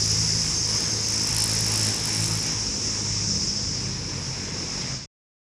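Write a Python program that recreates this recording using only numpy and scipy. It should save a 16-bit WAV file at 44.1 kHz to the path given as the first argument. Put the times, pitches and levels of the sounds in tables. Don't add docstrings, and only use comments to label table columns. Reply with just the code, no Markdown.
import sys
import numpy as np
from scipy import signal
from scipy.fft import rfft, irfft, next_fast_len
from scipy.io import wavfile
from scipy.ndimage import map_coordinates

SR = 44100
rng = np.random.default_rng(int(sys.argv[2]) if len(sys.argv) > 2 else 0)


def waveform_to_disk(signal):
    frames = np.transpose(np.atleast_2d(signal))
    scaled = np.clip(frames, -1, 1) * 32767
    samples = np.round(scaled).astype(np.int16)
    wavfile.write(sys.argv[1], SR, samples)


def voltage_ratio(level):
    return 10 ** (np.asarray(level, float) / 20)


N = 246017
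CUT_S = 5.0605
TICK_FIRST_S, TICKS_PER_S = 0.0045, 53.61

# (time [s], level [dB])
ROAD_LEVEL = [(0.0, -45), (0.01, -40.5), (0.68, -41.5), (0.69, -39), (1.24, -42), (1.3, -36), (1.31, -40),
              (1.48, -43.5), (1.52, -39), (2.08, -41), (2.13, -39.5), (2.21, -47.5), (2.28, -37.5),
              (2.35, -41.5), (2.52, -37), (2.56, -42.5), (2.83, -39), (3.0, -42), (4.58, -42),
              (4.64, -38.5), (4.67, -44.5), (4.89, -40.5), (5.05, -50), (5.06, -54)]
# (frequency [Hz], density [dB per Hz])
ROAD_SPECTRUM = [(16, -41), (28, -11.5), (86, -5.5), (114, -0.5), (467, -10), (700, -24.5), (910, -54.5),
                 (1540, -120)]
# (time [s], frequency [Hz], level [dB])
PUMP_HUM = [(0.0, 80, -43), (0.08, 76.2, -41), (1.37, 76.0, -46), (1.47, 79.3, -52.5), (1.82, 78.64, -53),
            (1.89, 76.2, -46), (1.92, 72.8, -58), (1.99, 71.9, -53), (2.1, 78.2, -56.5),
            (2.86, 74.66, -47.5), (3.03, 76.4, -56), (3.13, 75.8, -48), (3.27, 76.2, -54),
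            (3.35, 75.5, -39), (3.59, 78.5, -55), (3.68, 78.0, -40), (3.78, 75, -58), (3.86, 75.9, -48),
            (4.19, 78.74, -50), (4.42, 78.2, -54), (4.51, 74.45, -48), (4.82, 74.65, -52),
            (4.99, 74.8, -45), (5.06, 74.7, -57)]
# (time [s], firing rate [Hz], multiple 4 [dB], multiple 5 [dB], multiple 6 [dB])
FAR_ENGINE = [(2.9, 34.5, -47, -45, -54), (3.03, 34.17, -54, -63, -41), (3.06, 34.36, -40, -50, -50),
              (3.23, 34.92, -43, -38, -42), (3.33, 33.51, -48, -37.5, -36), (3.6, 33.3, -49, -56, -48.5),
              (3.8, 32.54, -34, -41, -40), (3.89, 32.96, -38, -43, -53), (4.04, 31.44, -42.5, -46, -47),
              (4.08, 31.6, -46, -41, -58), (4.13, 32.4, -42, -62, -44), (4.2, 32.41, -39.5, -42, -58),
              (4.75, 32.04, -51, -61.5, -51), (4.78, 32.04, -45, -41, -51), (4.98, 32.8, -40, -55, -49),
              (5.06, 32.8, -60, -65, -60)]
# (time [s], level [dB], centre [Hz])
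CHORUS_LEVEL = [
    (0.0, -23.5, 5331),
    (0.91, -26.5, 5318),
    (1.85, -25.5, 5393),
    (1.99, -27, 5380),
    (3.02, -27, 5481),
    (3.42, -26.5, 5340),
    (4.04, -33.5, 5343),
    (4.96, -31.5, 5357),
    (5.05, -40, 5291),
    (5.06, -51, 5290),
]
# (frequency [Hz], density [dB per Hz])
TYMBAL_SPECTRUM = [(2240, -46), (3800, -24), (4200, -26.5), (4500, -15.5), (4650, -11), (4980, -3),
                   (5280, 1.5), (5530, -0.5), (6050, -5), (6770, -9.5), (7730, -18.5), (9000, -29.5),
                   (11700, -49.5), (19800, -120)]
# (time [s], frequency [Hz], level [dB])
NEAR_SINGER = [
    (0.3, 6349, -41),
    (0.65, 6340, -40.5),
    (0.692, 6357, -32.5),
    (0.75, 6350, -38.5),
    (0.896, 6380, -38),
    (0.914, 6350, -35),
    (1.062, 6356, -39),
    (1.138, 6360, -39),
    (1.17, 6355, -46),
    (1.3, 6376, -37.5),
]
# (time [s], bright hiss [dB], body clatter [dB])
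GEAR_LEVEL = [(0.0, -45, -34), (0.01, -45, -41), (0.49, -42.5, -39), (0.65, -47, -42.5), (0.7, -43, -39),
              (1.1, -48.5, -40.5), (1.32, -43, -37.5), (1.55, -42, -37), (1.9, -40.5, -37),
              (2.03, -43, -37.5), (2.23, -40, -37), (2.31, -42, -36.5), (2.47, -48.5, -38.5),
              (2.64, -51, -41), (3.65, -56.5, -43.5), (4.37, -56.5, -41.5), (4.83, -56, -40.5),
              (4.89, -55.5, -40.5), (4.92, -63, -39.5), (5.02, -130, -46), (5.05, -139, -49),
              (5.06, -139, -59)]
# (frequency [Hz], density [dB per Hz])
HISS_SPECTRUM = [(5000, -30), (6800, -5), (7700, 1.5), (8400, -9.5), (9600, -5.5), (10700, -10),
                 (12000, -25), (13500, -28), (15500, -32), (17000, -61)]
# (frequency [Hz], density [dB per Hz])
CLATTER_SPECTRUM = [(290, -29.5), (500, -2.5), (642, -6.5), (733, -6.5), (900, -2), (1370, -6.5),
                    (2290, -3), (2740, -5.5), (3130, -8), (3980, -8), (4200, -6.5), (5460, -32),
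                    (9240, -120)]
# (time [s], level [dB])
TICK_LEVEL = [(0.004, -38), (0.098, -36.5), (0.191, -39.5), (0.284, -56), (0.378, -53.5), (0.471, -44),
              (0.564, -43), (0.657, -41.5), (0.751, -42), (0.844, -40), (0.937, -41.5), (1.03, -38),
              (1.124, -29), (1.217, -31.5), (1.31, -30), (1.403, -23), (1.497, -26.5), (1.59, -31),
              (1.683, -30.5), (1.777, -24.5), (1.87, -27.5), (1.963, -32.5), (2.056, -32), (2.15, -34),
              (2.243, -26.5), (2.336, -31.5), (2.429, -34.5), (2.523, -47)]
# (frequency [Hz], density [dB per Hz])
TICK_SPECTRUM = [(1500, -41.5), (2800, -14), (3500, -20), (4200, -5.5), (6000, -9.5), (7600, -3),
                 (8800, -2), (9300, -2.5), (10600, -2.5), (11400, -12.5), (12000, -6.5), (13200, -24),
                 (15500, -33), (17000, -59.5)]
# (time [s], firing rate [Hz], multiple 1 [dB], multiple 2 [dB], multiple 3 [dB], multiple 4 [dB])
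EXHAUST_NOTE = [(0.0, 53.7, -45, -33, -38, -46), (0.37, 53.9, -44, -32, -34.5, -47.5),
                (0.38, 53.7, -45, -35, -33.5, -50), (0.49, 53.6, -36.5, -43.5, -35.5, -46),
                (0.61, 53.0, -50.5, -36, -46, -56), (0.72, 53.4, -43, -36, -47.5, -48.5),
                (0.86, 53.63, -50, -48.5, -37.5, -46), (0.94, 53.7, -51, -35.5, -53, -41.5),
                (1.0, 53.67, -51, -36.5, -48, -51), (1.25, 53.8, -51, -37, -41, -40.5),
                (1.31, 53.7, -44, -34.5, -35.5, -61), (1.35, 53.67, -38, -29.5, -44, -48.5),
                (1.54, 53.9, -42.5, -34.5, -41, -42.5), (1.58, 53.6, -42.5, -36, -34, -48),
                (1.76, 53.75, -42, -29.5, -50, -44), (1.85, 53.48, -60.5, -32.5, -36, -45),
                (1.89, 53.7, -45.5, -30, -45, -39), (2.04, 53.74, -51, -42.5, -43, -53.5),
                (2.14, 53.68, -60.5, -35, -47.5, -40), (2.21, 53.85, -44, -27, -33.5, -43.5),
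                (2.28, 53.6, -39, -31, -41, -52), (2.31, 53.74, -41, -28.5, -34, -46.5),
                (2.54, 53.6, -51, -48, -42, -45), (2.56, 53.53, -47, -30.5, -47, -49),
                (2.69, 52, -37, -43, -59, -49), (2.76, 51.53, -51, -49, -59, -45.5),
                (2.9, 52.4, -41, -40, -43, -48), (3.03, 52.06, -47, -36, -50, -41.5),
                (3.11, 51.85, -39, -33.5, -41, -61), (3.18, 51.37, -43, -33.5, -43.5, -48),
                (3.33, 53.1, -46, -34.5, -38.5, -48), (3.42, 50.1, -49, -43, -45.5, -44),
                (3.48, 51, -41, -44, -38, -48.5), (3.56, 50.77, -57.5, -41, -65, -42),
                (3.65, 50.2, -39, -40, -40, -56), (3.72, 50.1, -46, -38.5, -42, -45),
                (4.06, 49.68, -42, -41, -49, -48), (4.16, 45.62, -51, -38, -44, -49),
                (4.31, 45.54, -45, -45, -39, -50), (4.41, 46.96, -48, -41, -49, -46),
                (4.44, 46.77, -42.5, -41, -46, -41), (4.5, 48.9, -51, -40, -50, -63),
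                (4.52, 49.55, -48, -42, -47, -52), (4.59, 46.73, -51, -39.5, -54, -48),
                (4.8, 47.6, -41, -53, -44, -46.5), (4.86, 47.4, -54, -42, -45, -47),
                (4.93, 46.77, -45, -54, -42, -48), (5.02, 47.0, -57, -48, -62, -53),
                (5.06, 47.0, -59, -61, -49, -62)]
# (multiple of firing rate [count], level above multiple 4 [dB])
EXHAUST_UPPER = [(5, -4.5), (6, -4.5), (7, -11), (8, -12), (9, -12)]
# (time [s], low edge [Hz], high edge [Hz], level [dB])
STEREO_SLIPS = [
    (2.745, 4200, 7600, -36.5),
    (3.372, 7500, 9650, -52),
]


def rms_one(x):
    return x / np.sqrt(np.mean(x ** 2) + 1e-20)


def in_time(rows):
    s, *columns = np.transpose(rows)
    t = np.arange(N) / SR
    return [np.interp(t, s, column) for column in columns]


def only(rows, edge_s=0.069):
    first, last = rows[0][0], rows[-1][0]
    corners = [first - edge_s, first, last, last + edge_s]
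    return np.interp(np.arange(N) / SR, corners, [0, 1, 1, 0])


def colour(x, points):
    size = next_fast_len(N)
    hz, db = np.transpose(points)
    bin_hz = np.arange(size // 2 + 1) * SR / size
    gain = voltage_ratio(np.interp(np.log(bin_hz + 1), np.log(hz), db))
    return irfft(rfft(x, size) * rms_one(gain), size)[:N]


def drift(rate):
    r = np.exp(-80 * np.pi * rate / SR)
    slow = signal.lfilter([1], [1, -2 * r, r * r], rng.standard_normal(N // 40 + 2002))
    slow = slow[2000:]
    return np.interp(np.arange(N) / 40, np.arange(len(slow)), rms_one(slow))


def patchy(low_hz, octaves, together_db, own_db, rate):
    edges = low_hz * 2 ** np.arange(0, octaves, 1 / 3)
    out, shared, white = 0, drift(rate / 3), rng.standard_normal((2, N))
    for k, (low, high) in enumerate(zip(edges, edges[1:])):
        sos = signal.butter(2, [low, min(high, 0.47 * SR)], "band", fs=SR, output="sos")
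        band = signal.sosfilt(sos, white[k % 2])
        out = out + band * voltage_ratio(together_db * shared + own_db * drift(rate))
    return out


def tones(turns, levels, shake_db, wander):
    out = 0
    for k, db in levels:
        level = np.sqrt(2) * voltage_ratio(db + shake_db * drift(12))
        out = out + level * np.sin(2 * np.pi * k * turns + wander * drift(6))
    return out


def far_traffic():
    hz, *db = in_time(FAR_ENGINE)
    engine = tones(np.cumsum(hz) / SR, enumerate(db, start=4), shake_db=1.0, wander=0.35)
    hum_hz, hum_db = in_time(PUMP_HUM)
    hum = tones(np.cumsum(hum_hz) / SR, [(1, hum_db)], shake_db=-1.5, wander=0.3)
    road_db, = in_time(ROAD_LEVEL)
    rumble = rms_one(colour(patchy(24.98, 5.4, 0.68, 1.3, 8), ROAD_SPECTRUM))
    return only(FAR_ENGINE) * engine + hum + voltage_ratio(road_db + 3.0) * rumble


def insect_chorus():
    db, centre_hz = in_time(CHORUS_LEVEL)
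    sizes = voltage_ratio(2.0 * rng.exponential(1, N)) * rng.choice([-1, 1], N)
    clicks = rms_one(sizes * (rng.random(N) < 5000 / SR))
    blur = rms_one(patchy(3180, 1.8, 0.5, 0.97, 12))
    mass = rms_one(colour(0.5 * clicks + blur, TYMBAL_SPECTRUM))
    place = np.cumsum(centre_hz / np.mean(centre_hz[:round(CUT_S * SR)]))
    mass = map_coordinates(mass, [place], order=3, mode="wrap")
    return voltage_ratio(db - 0.32) * mass


def near_insect():
    hz, db = in_time(NEAR_SINGER)
    return only(NEAR_SINGER) * tones(np.cumsum(hz) / SR, [(1, db)], shake_db=5.0, wander=0.55)


def running_gear(turns):
    hiss_db, clatter_db = in_time(GEAR_LEVEL)
    hiss = rms_one(colour(patchy(4500, 2.1, 0.55, 1.1, 11), HISS_SPECTRUM))
    beat = 1 + 0.14 * np.cos(2 * np.pi * turns)
    clatter = rms_one(colour(beat * patchy(350, 4.1, 0.64, 1.1, 9.1), CLATTER_SPECTRUM))
    return voltage_ratio(hiss_db + 3.5) * hiss + voltage_ratio(clatter_db + 0.85) * clatter


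def valve_ticks():
    cycle = (np.arange(N) / SR - TICK_FIRST_S) * TICKS_PER_S
    k = np.round(cycle).astype(int)
    luck = rng.standard_normal((k.max() + 1, 3))
    ms = (cycle - k) * 1000 / TICKS_PER_S - 0.33 * luck[k, 0]
    puff = np.exp(-np.abs(ms / np.where(ms < 0, 1.7, 1.9)) ** 2.6)
    scatter = 0.12 * np.exp(-ms / 3.0) * (ms > 0)
    db, = in_time(TICK_LEVEL)
    gain = (puff + scatter) * voltage_ratio(db + 3.5 + 2.55 * luck[k, 1]) * only(TICK_LEVEL)
    air = rng.standard_normal(N) * gain
    dull = signal.sosfilt(signal.butter(2, 9500, fs=SR, output="sos"), air)
    slant = np.clip(0.39 + 0.35 * luck[k, 2], 0, 1)
    return colour(air - slant * (air - dull), TICK_SPECTRUM)


def exhaust():
    hz, *db = in_time(EXHAUST_NOTE)
    turns = np.cumsum(hz) / SR
    levels = list(enumerate(db, start=1))
    levels += [(k, db[3] + up_db) for k, up_db in EXHAUST_UPPER]
    return tones(turns, levels, shake_db=1.0, wander=0.26), turns


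def scene():
    note, turns = exhaust()
    scooter = note + valve_ticks() + running_gear(turns)
    one = scooter + far_traffic() + insect_chorus() + near_insect()
    return np.array([one, one])


def top_cut(x):
    return signal.sosfilt(signal.butter(12, 15720, fs=SR, output="sos"), x)


def record(dry):
    t = np.arange(N) / SR
    mix = dry * np.clip((CUT_S - t) / 0.0015, 0, 1)
    for s, low_hz, high_hz, db in STEREO_SLIPS:
        sos = signal.butter(6, [low_hz, high_hz], "band", fs=SR, output="sos")
        band = rms_one(signal.sosfilt(sos, rng.standard_normal(N)))
        gate = np.clip((0.02 - np.abs(t - s)) / 0.006, 0, 1)
        mix = mix + voltage_ratio(db) * band * gate * [[1], [-1]]
    mix = signal.sosfilt(signal.butter(2, 38, "high", fs=SR, output="sos"), mix)
    return top_cut(mix)


dry = scene()
out = record(dry)
waveform_to_disk(out)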